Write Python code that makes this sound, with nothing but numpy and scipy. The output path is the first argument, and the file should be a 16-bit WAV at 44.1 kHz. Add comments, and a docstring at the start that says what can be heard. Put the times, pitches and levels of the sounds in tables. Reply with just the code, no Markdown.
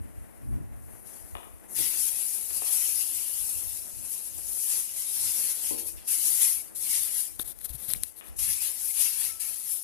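"""A thin plastic bag is rustled and pulled over a ceramic coffee press, close to a hand-held microphone.
Tiny creases buckle into a hiss coloured by broad folds and a pocket of air; for a second the bag's loose
end brushes the left microphone port. Pot and lid knock lightly on a wooden table in a small room, and
the ceramic sings faintly under the film. The hand holding the recorder rumbles over the room tone."""
import sys
import numpy as np
from scipy import signal
from scipy.fft import rfft, irfft, next_fast_len
from scipy.io import wavfile

SR = 44100
rng = np.random.default_rng(int(sys.argv[2]) if len(sys.argv) > 2 else 0)


def persist_wave(psi):
    """Save psi, clipped to +-1, as 16-bit WAV."""
    counts = np.round(np.clip(psi, -1, 1) * 32767).astype(np.int16)
    wavfile.write(sys.argv[1], SR, np.atleast_2d(counts).T)


N = 433503
N_FFT, CONTROL_HOP = next_fast_len(N), 40
TIME_S = np.arange(N) / SR
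CONTROL_S = TIME_S[::CONTROL_HOP]
BINS_HZ = np.maximum(np.arange(N_FFT // 2 + 1) * SR / N_FFT, 1)


# pulls on the bag: start_s, attack_s, hold_s, fall_db_per_s, level_db, fold_boost_db
PULLS = [(0.005, 0.013, 0.52, 102, -54, -5), (0.69, 0.21, 0.04, 8, -45, -10),
         (1.044, 0.03, 0.1, 47, -41, 1.5), (1.675, 0.058, 0.044, 162, -29.5, -12),
         (1.742, 0.045, 0.002, 36.5, -18.5, 4.5), (1.92, 0.093, 0.04, 121.5, -21, -1),
         (2.022, 0.17, 0.14, 36, -24.5, -1), (2.39, 0.075, 0.049, 60, -34.5, -3),
         (2.476, 0.1, 0.0036, 200, -21.5, -1), (2.592, 0.093, 0.2, 49.5, -21, 2),
         (2.703, 0.033, 0.025, 148, -20, -8), (2.902, 0.1, 0.019, 128, -21, -0.5),
         (3.058, 0.057, 0.055, 21, -24.5, 0), (3.14, 0.3, 0.06, 25.5, -25, -5),
         (3.667, 0.021, 0.078, 200, -39.5, 7.5), (3.934, 0.19, 0.007, 34.5, -28.5, -1),
         (4.24, 0.019, 0.00085, 204, -42, 7.5), (4.29, 0.33, 0.06, 75, -22.5, -6),
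         (4.658, 0.063, 0.056, 107, -22.5, 3.5), (4.801, 0.041, 0.11, 100, -35.5, 5.5),
         (4.866, 0.37, 0.28, 163, -22.5, 3), (4.93, 0.071, 0, 150, -26.5, 1),
         (5.19, 0.034, 0.062, 150, -28, 2), (5.498, 0.17, 0.0044, 86, -23, 3),
         (5.772, 0.011, 0.017, 250, -26, -0.5), (5.845, 0.028, 0.0095, 211, -25.5, -4.5),
         (5.957, 0.021, 0.023, 120, -47.5, 17), (6.042, 0.22, 0.25, 128, -19, -0.5),
         (6.067, 0.02, 0.061, 302.5, -19.5, -0.5), (6.238, .025, 0.00024, 249, -24, 2),
         (6.388, 0.036, 0, 330, -17, 1.5), (6.746, 0.011, 0.155, 251, -27, -5),
         (6.795, 0.14, 0.0024, 60, -21, 5), (6.908, .04, 0.038, 200, -23.5, 8),
         (7.005, .02, 0.058, 299, -26, 2), (7.057, 0.14, 0, 137, -21, 1.5), (7.42, .05, 0.16, 40, -51, 4),
         (7.53, 0.35, 0.19, 154, -38, 4), (8.124, 0.031, 0.17, 89, -51, 9),
         (8.359, 0.0087, 0.046, 246, -33, -5), (8.383, 0.0093, 0.13, 87, -21.5, 4),
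         (8.597, 0.02, 0.025, 78, -21.5, 5), (8.717, 0.14, 0.057, 163, -23, -2),
         (8.924, 0.086, 0.0093, 69, -17.5, 5.5), (9.098, 0.14, 0.0061, 127, -23, 8),
         (9.391, 0.016, 0, 29.5, -25, 4), (9.62, 0.1, 0, 121, -22, -2)]

def pulling(resting_db=-57.5):
    """Overlapping pulls add in power; returns the rustle's level and its boost from broad folds, in dB."""
    power = fold_power = from_db(resting_db) ** 2
    for start_s, attack_s, hold_s, fall_db_per_s, level_db, fold_boost_db in PULLS:
        pull = (from_db(level_db) * swell(start_s, attack_s, hold_s, fall_db_per_s)) ** 2
        power = power + pull
        fold_power = fold_power + pull * from_db(fold_boost_db) ** 2
    return per_sample(10 * np.log10(power)), per_sample(10 * np.log10(fold_power / power))


# film spectrum at the ports: freq_hz, left_db, right_db
FILM_SPECTRUM = [(151, -72, -72), (301, -24, -20), (540, -37.5, -44.5), (910, -26, -30.5),
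                 (1290, -31, -37.5), (1960, -25, -33), (2730, -22, -25), (3600, -24, -23.5),
                 (5090, -17.5, -18), (7460, -12, -14), (8020, -10, -11.3), (10600, 3.5, -16.5),
                 (13350, -8, -23), (14200, -4.5, -22)]
# air pocket resonance, moving with the bag's shape: time_s, pitch_hz, prominence_db
AIR_POCKET = [(1.8, 2010, 5.5), (2.05, 2250, 2.5), (2.3, 2800, 2.5), (2.7, 2450, 1.5), (3.0, 2750, 1.5),
              (3.22, 2870, 6.5), (3.9, 2610, 5.5), (4.4, 2750, 4), (4.75, 2230, 1), (5.3, 2600, -2.5),
              (5.75, 2780, 2.5), (6.12, 2100, 1.5), (6.37, 2100, 0), (6.43, 2030, 10), (6.56, 2060, 9),
              (7.0, 2400, -2), (8.45, 2200, 5.5), (9.05, 2400, 0.5), (9.7, 2000, 0)]
# bag's lean towards the left port: time_s, right_loss_db
BAG_LEAN = [(0, 3.5), (2.4, 0), (4.2, -2.5), (6.9, -2), (7.35, 0.5), (7.55, 15), (8.1, 9.5), (8.4, 0.5),
            (9.8, 2.5)]
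BANDS_HZ = np.r_[500, 750, np.geomspace(950, 5400, 26), 6300, 8000, 10500, 13500]

def bag_rustle(flicker_db, fold_flicker_db, flutter_db, fold_hz, firm_pull_db=-26.5, pocket_octaves=0.11):
    """Dense buckling merges into hiss; folds open and close, so middle bands swell and fade separately."""
    level_db, fold_boost_db = pulling()
    right_loss_db, = in_time(BAG_LEAN)
    pocket_hz, prominence_db = in_time(AIR_POCKET)
    creases_per_s = 30000 * from_db(0.3 * (level_db - firm_pull_db))   # harder pulls buckle more creases
    creases = np.array([buckles(creases_per_s, spread_db=-1.9) for port in range(2)])
    creases /= np.sqrt(np.minimum(creases_per_s, SR))   # level independent of rate
    film = rfft(at_ports(creases, FILM_SPECTRUM).astype(np.float32), N_FFT)
    log_bins = np.log(np.linspace(1, SR / 2, film.shape[1]))
    rustle = 0
    for band_hz, selector in zip(BANDS_HZ, np.eye(len(BANDS_HZ))):
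        triangle = np.interp(log_bins, np.log(BANDS_HZ), selector).astype(np.float32)
        band = irfft(film * triangle, N_FFT)[:, :N]
        fold_share = np.exp(-np.log(band_hz / fold_hz) ** 2)
        pocket_db = prominence_db / (1 + (np.log2(band_hz / pocket_hz) / pocket_octaves) ** 2)
        wander_db = (flicker_db + fold_share * fold_flicker_db) * drift(14.4)
        rustle = rustle + band * from_db(pocket_db + fold_share * fold_boost_db + wander_db)
    return rustle * balance(-right_loss_db) * from_db(level_db + flutter_db * drift(28))


# strokes of film over the left port: start_s, end_s, level_db
STROKES = [(7.39, 7.433, -27), (7.442, 7.534, -32), (7.518, 7.614, -50), (7.599, 7.634, -38.5),
           (7.629, 7.67, -32), (7.642, 7.657, -33), (7.667, 7.722, -41.5), (7.687, 7.718, -35.5),
           (7.723, 7.768, -35), (7.778, 7.912, -32.5), (7.881, 7.94, -26), (7.942, 7.985, -34),
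           (8.024, 8.05, -33), (8.05, 8.103, -40.5), (8.159, 8.208, -39), (8.237, 8.31, -41)]
# catches on the port's rim: middle_s, half_length_s, level_db
RASPS = [(7.395, 0.0013, -22), (7.4148, .001, -25.5), (7.589, 0.0013, -33), (7.649, .0015, -27.5),
         (7.659, .004, -32), (7.694, 0.0018, -33)]
# sliding film spectrum: freq_hz, level_db
SLIDE_SPECTRUM = [(300, -13.5), (1000, -22), (2000, -19.5), (2800, -21.5), (3600, -11.5), (4150, -12),
                  (4700, -17), (6600, -15), (8500, -6.5), (10500, 3.5), (12500, 0), (14000, -3.5)]

def port_brushing(scratch_db):
    """Film slides over the port in swelling strokes and catches on its rim in short rasps."""
    pressure = sum(from_db(db) * bump(middle_s, half_length_s) for middle_s, half_length_s, db in RASPS)
    for start_s, end_s, level_db in STROKES:
        progress = np.clip((TIME_S - start_s) / (end_s - start_s), 0, 1)
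        pressure += from_db(level_db) * np.sqrt(np.sin(np.pi * progress).clip(0))
    creases = rfft(buckles(per_s=30000, spread_db=-1.0), N_FFT)
    slide = unit_rms(irfft(creases * from_db(at_bins(SLIDE_SPECTRUM)[0]), N_FFT)[:N])
    return pressure * from_db(scratch_db * drift(56)) * slide


# creases snapping at the port: time_s, level_db
SNAPS = [(7.6004, -31), (7.6145, -23), (7.738, -25), (7.792, -27), (7.836, -21), (7.9357, 5), (8.035, 2.5),
         (8.0714, -27)]
# crease modes: pitch_hz, level_db, t60_s
CREASE_MODES = [(1840, -22.5, 0.0029), (3550, -32, 0.0084), (4050, -30.5, 0.022), (5200, -12, 0.0011),
                (8700, -3.5, 0.0014), (10700, -1, 0.0016), (13300, -6.5, .0009)]

def port_snaps(low_cut_hz=1340):
    """Single creases snap right at the port and ring briefly."""
    low_cut = signal.butter(2, low_cut_hz, "high", fs=SR, output="sos")
    return signal.sosfilt(low_cut, ring(impulses(*np.transpose(SNAPS)), CREASE_MODES))


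# bumps on the port: time_s, level_db, pitch_hz, t60_s
PUFFS = [(7.3969, -27, 350, 0.017), (7.397, -20, 1451, 0.0033), (7.397, -19.5, 3640, 0.012),
         (7.6145, -40, 2100, 0.0033), (7.702, -31.5, 63.3, 0.3), (7.746, -32, 124, 0.072),
         (7.887, -32.5, 129, 0.026), (7.893, -31, 3900, .008), (7.9013, -30, 2000, 0.0046),
         (7.903, -21.5, 5200, .005), (7.911, -27, 4300, .006), (7.921, -30, 3700, .006),
         (7.9487, -29, 2300, 0.0071), (7.96, -29, 170, 0.018), (7.962, -33, 3600, .005),
         (7.968, -35, 5000, .004)]

def port_puffs():
    """Film bumps the port and pushes air into it, one damped sine per bump."""
    return sum(ring(impulses(time_s, db), [(hz, 0, t60_s)]) for time_s, db, hz, t60_s in PUFFS)


# pot's base on the table: time_s, level_db, favoured_hz, room_send_db
THUDS = [(1.352, -44, 400, -8), (1.785, -37.5, 330, -10), (1.8, -35, 260, -8), (5.7064, -30, 380, -5),
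         (5.719, -32, 386, -2.5), (5.742, -40, 402.6, -3), (5.778, -45, 402.6, -6), (5.83, -47, 350, -4)]
# table top modes: pitch_hz, level_db, t60_s
TABLE_MODES = [(192, -4.5, 0.07), (264, 1.5, 0.037), (327, 0, 0.15), (415, -3, 0.067), (476, -5, 0.11),
               (524, -5, 0.049), (594, -1.5, 0.047), (855, -0.5, 0.03), (1055, -7.5, 0.032)]

def table_thuds():
    """The pot's base sets the wooden top ringing dully."""
    return in_room(*strike(THUDS, TABLE_MODES, focus_db_per_octave=2.5), right_db=-7)


# pot and lid clacks: time_s, level_db, favoured_hz, room_send_db
CLACKS = [(1.3518, -27.5, 960, -5.5), (1.367, -39, 800, -5), (1.369, -39, 3400, -2), (1.383, -38, 650, -5),
          (1.431, -39.5, 1269, -2.5), (1.468, -40, 450, -6), (2.506, -38.5, 2000, -3),
          (2.619, -30, 720, -5), (2.633, -39.5, 1800, 3), (8.21, -38.5, 1990, 1)]
# modes of the pot with its plastic lid: pitch_hz, level_db, t60_s
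POT_MODES = [(252, -1, 0.023), (340, -2, 0.046), (437, -1, 0.025), (714, 1.5, 0.022), (876, -2.5, 0.028),
             (1080, 5, 0.012), (1264, 2.5, 0.016), (1810, 3.5, 0.0082), (2500, 2, 0.012), (2880, 0, 0.016),
             (3500, 4, 0.0065)]

def pot_clacks():
    """Light, hard contacts ring pot and lid."""
    return in_room(*strike(CLACKS, POT_MODES, focus_db_per_octave=5.5), right_db=-10)


def ceramic_singing(pitch_hz, level_db):
    """One wavering mode of the ceramic wall swells and fades under the sliding film."""
    envelope = per_sample(swell(start_s=9.2, attack_s=0.076, hold_s=0.1, fall_db_per_s=36))
    phase = 2 * np.pi * np.cumsum(pitch_hz + 13 * drift(35.9)) / SR
    return envelope * from_db(level_db + 4.8 * drift(21.8)) * np.sin(phase) * balance(-7)


# hand shifts on the recorder: middle_s, half_length_s, sway_db, grip_db
HAND_SHIFTS = [(0.01, 0.094, -43, -40.5), (0.212, 0.054, -40, -50), (0.547, 0.091, -33.5, -31.5),
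               (0.697, 0.35, -43, -48), (1.23, .04, -49, -62), (1.36, 0.033, -38, -65),
               (1.54, .04, -53, -59), (1.824, 0.065, -49, -41), (2.63, .04, -54, -62),
               (2.96, 0.036, -54, -63.5), (3.42, 0.056, -47, -68), (3.66, 0.1, -42.5, -74),
               (4.02, .1, -51, -49.5), (4.35, 0.069, -43, -55), (5.26, 0.05, -49, -49),
               (5.721, 0.05, -56, -51), (5.95, 0.078, -48, -62), (6.812, 0.055, -51, -62),
               (7.01, 0.065, -54, -53), (7.45, 0.14, -51.5, -60), (7.952, 0.086, -44, -49),
               (8.32, .03, -48, -58), (8.46, 0.089, -41, -45.5), (9.3, 0.056, -48, -72)]
# sway spectrum: freq_hz, level_db
SWAY_SPECTRUM = [(15, -52), (30, -24), (48, 1), (62, -8), (85, -3.5), (120, -23), (250, -54), (1000, -88)]
# grip rubbing spectrum: freq_hz, level_db
GRIP_SPECTRUM = [(50, -28), (85, 1.5), (118, 6.5), (160, -9), (230, -3.5), (340, -13), (500, -35),
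                 (1500, -80)]

def hand_rumble(sway_lumps_db, grip_lumps_db, tremor_db=-54, settling_db_per_s=0.6):
    """A calming tremor and lumpy shifts of sway and rubbing reach the microphone through its case."""
    sway_power = from_db(tremor_db - settling_db_per_s * TIME_S) ** 2
    grip_power = 0
    for middle_s, half_length_s, sway_db, grip_db in HAND_SHIFTS:
        shift = bump(middle_s, half_length_s)
        sway_power += (from_db(sway_db) * shift) ** 2
        grip_power += (from_db(grip_db) * shift) ** 2
    sway = np.sqrt(sway_power) * from_db(sway_lumps_db * np.tanh(drift(6.5))) * noise(SWAY_SPECTRUM)
    grip = np.sqrt(grip_power) * from_db(grip_lumps_db * drift(60)) * noise(GRIP_SPECTRUM)
    return (sway + grip) * balance(-1.5)


# room tone spectrum: freq_hz, left_db, right_db
ROOM_SPECTRUM = [(25, -24, -24), (93, -6.5, -6), (147, 0, -1), (231, 4, 1), (287, 0.5, -4.5), (326, 5, -1),
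                 (375, -1, -7), (670, -1.5, -3.5), (1130, -10, -15.5), (1920, -10.5, -15.5),
                 (2600, -17, -23), (3940, -33.5, -26), (8150, -20.5, -54), (14000, -19, -47)]
# room tone level: time_s, level_db
ROOM_LEVEL = [(0, -51), (.9, -51), (1.6, -53.5), (4.2, -54), (8.2, -55.5), (9.83, -58.5)]

def room_tone(waver_db):
    """Faint, low noise that wavers and slowly sinks."""
    return from_db(in_time(ROOM_LEVEL)[0] + waver_db * drift(8.9)) * noise(ROOM_SPECTRUM)


# likeness of left and right: freq_hz, correlation
PORT_CORRELATION = [(120, -.985), (280, -.83), (550, -.6), (1100, -.12), (2200, 0)]

def at_ports(pair, spectrum):
    """Two unrelated signals become coloured left and right; the ports hear the bass in opposite phase."""
    mid, side = rfft(pair.astype(np.float32), N_FFT)
    correlation, = at_bins(PORT_CORRELATION)
    ports = np.sqrt(1 + correlation) * mid + np.sqrt(1 - correlation) * side * [[1], [-1]]
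    return unit_rms(irfft(ports * from_db(at_bins(spectrum)), N_FFT)[:, :N])


def buckles(per_s, spread_db):
    """Tiny creases give way at random, as impulses of uneven size."""
    sizes = from_db(spread_db * np.minimum(rng.exponential(1, N), 5)) * rng.standard_normal(N)
    return sizes * (rng.random(N) < per_s / SR)


def strike(blows, modes, focus_db_per_octave):
    """Modes near a blow's favoured pitch ring most; returns the direct sound and the room send."""
    time_s, level_db, favoured_hz, send_db = np.transpose(blows)
    ringing = 0
    for k, mode in enumerate(modes):
        strength_db = level_db - focus_db_per_octave * np.abs(np.log2(mode[0] / favoured_hz))
        hits = np.array([impulses(time_s, strength_db), impulses(time_s, strength_db + send_db)])
        ringing = ringing + (-1) ** k * ring(hits, [mode])
    return ringing


def ring(hits, modes):
    """Impulses set damped sines ringing; neighbouring modes swing in opposite directions."""
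    ringing = 0
    for k, (pitch_hz, level_db, t60_s) in enumerate(modes):
        radius, angle = from_db(-60 / (t60_s * SR)), 2 * np.pi * pitch_hz / SR
        feedback = [1, -2 * radius * np.cos(angle), radius ** 2]
        sine = signal.lfilter([0, np.sin(angle)], feedback, hits + 1e-18)
        ringing = ringing + (-1) ** k * from_db(level_db) * sine
    return ringing


def in_room(direct, send, right_db, t60_s=0.56, spread=0.64):
    """A knock arrives directly, inverted at the right port, then as a dying wash of reflections."""
    age_s = TIME_S[:SR]
    tails = rng.standard_normal((2, SR)) * from_db(-60 * age_s / t60_s) * (age_s > 0.004)
    tails /= np.sqrt(np.sum(tails ** 2, axis=1, keepdims=True))
    opposed, in_phase = signal.fftconvolve(send[None], tails, axes=1)[:, :N]
    return ((direct + opposed) * [[1], [-1]] + spread * in_phase) * balance(right_db)


def noise(spectrum):
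    """Coloured stereo noise."""
    return at_ports(rng.standard_normal((2, N)), spectrum)


def impulses(time_s, level_db):
    """One-sample clicks."""
    return np.bincount(np.round(np.atleast_1d(time_s) * SR).astype(int), np.atleast_1d(from_db(level_db)), N)


def swell(start_s, attack_s, hold_s, fall_db_per_s):
    """Linear rise to 1, hold, steady fall in dB; on the control clock."""
    age_s = CONTROL_S - start_s
    falling_s = np.maximum(age_s - attack_s - hold_s, 0)
    return np.clip(age_s / attack_s, 0, 1) * from_db(-np.minimum(falling_s * fall_db_per_s, 120))


def bump(middle_s, half_length_s):
    """Gaussian rise to 1 and back."""
    return np.exp(-np.minimum(((TIME_S - middle_s) / half_length_s) ** 2, 20))


def drift(rate_hz):
    """Smooth random wander, rms 1."""
    pole, warm_up = np.exp(-2 * np.pi * rate_hz * CONTROL_HOP / SR), 2000
    white = rng.standard_normal(N // CONTROL_HOP + 2 + warm_up)
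    slow = signal.lfilter([1], [1, -2 * pole, pole * pole], white)[warm_up:]
    return np.interp(np.arange(N) / CONTROL_HOP, np.arange(len(slow)), unit_rms(slow))


def per_sample(control):
    """Control clock to audio rate."""
    return np.interp(TIME_S, CONTROL_S, control)


def in_time(rows):
    """Each column of a curve at every sample."""
    time_s, *columns = np.transpose(rows)
    return [np.interp(TIME_S, time_s, column) for column in columns]


def at_bins(rows):
    """Each column of a spectrum at every frequency bin."""
    freq_hz, *columns = np.transpose(rows)
    return np.array([np.interp(np.log(BINS_HZ), np.log(freq_hz), column) for column in columns])


def balance(right_db):
    """Stereo gains, left at unity."""
    return from_db(np.vstack([np.zeros_like(right_db), right_db]))


def unit_rms(x):
    """Scale so that the first channel has rms 1."""
    return x / np.sqrt(np.mean(np.atleast_2d(x)[0] ** 2) + 1e-20)


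def from_db(db):
    """Decibels to gain."""
    return np.exp(np.asarray(db) * (np.log(10) / 20))


def scene():
    """Bag, pot and hand over the room tone."""
    room = room_tone(waver_db=2.16)
    bag = bag_rustle(flicker_db=0.73, fold_flicker_db=3.0, flutter_db=0.57, fold_hz=2250)
    left_port = (port_brushing(scratch_db=1.5) + port_snaps() + port_puffs()) * balance(-40)
    pot = table_thuds() + pot_clacks() + ceramic_singing(pitch_hz=1324, level_db=-61)
    hand = hand_rumble(sway_lumps_db=5.0, grip_lumps_db=1.5)
    return bag + left_port + pot + hand + room


def record(dry):
    """The sharpest snaps overload the input, and the top is cut steeply."""
    cutoff_hz = 14190
    low_pass = signal.ellip(12, 0.1, 80, cutoff_hz, fs=SR, output="sos")
    return signal.sosfilt(low_pass, np.clip(dry, -0.85, 0.85))


dry = scene()
out = record(dry)
persist_wave(out)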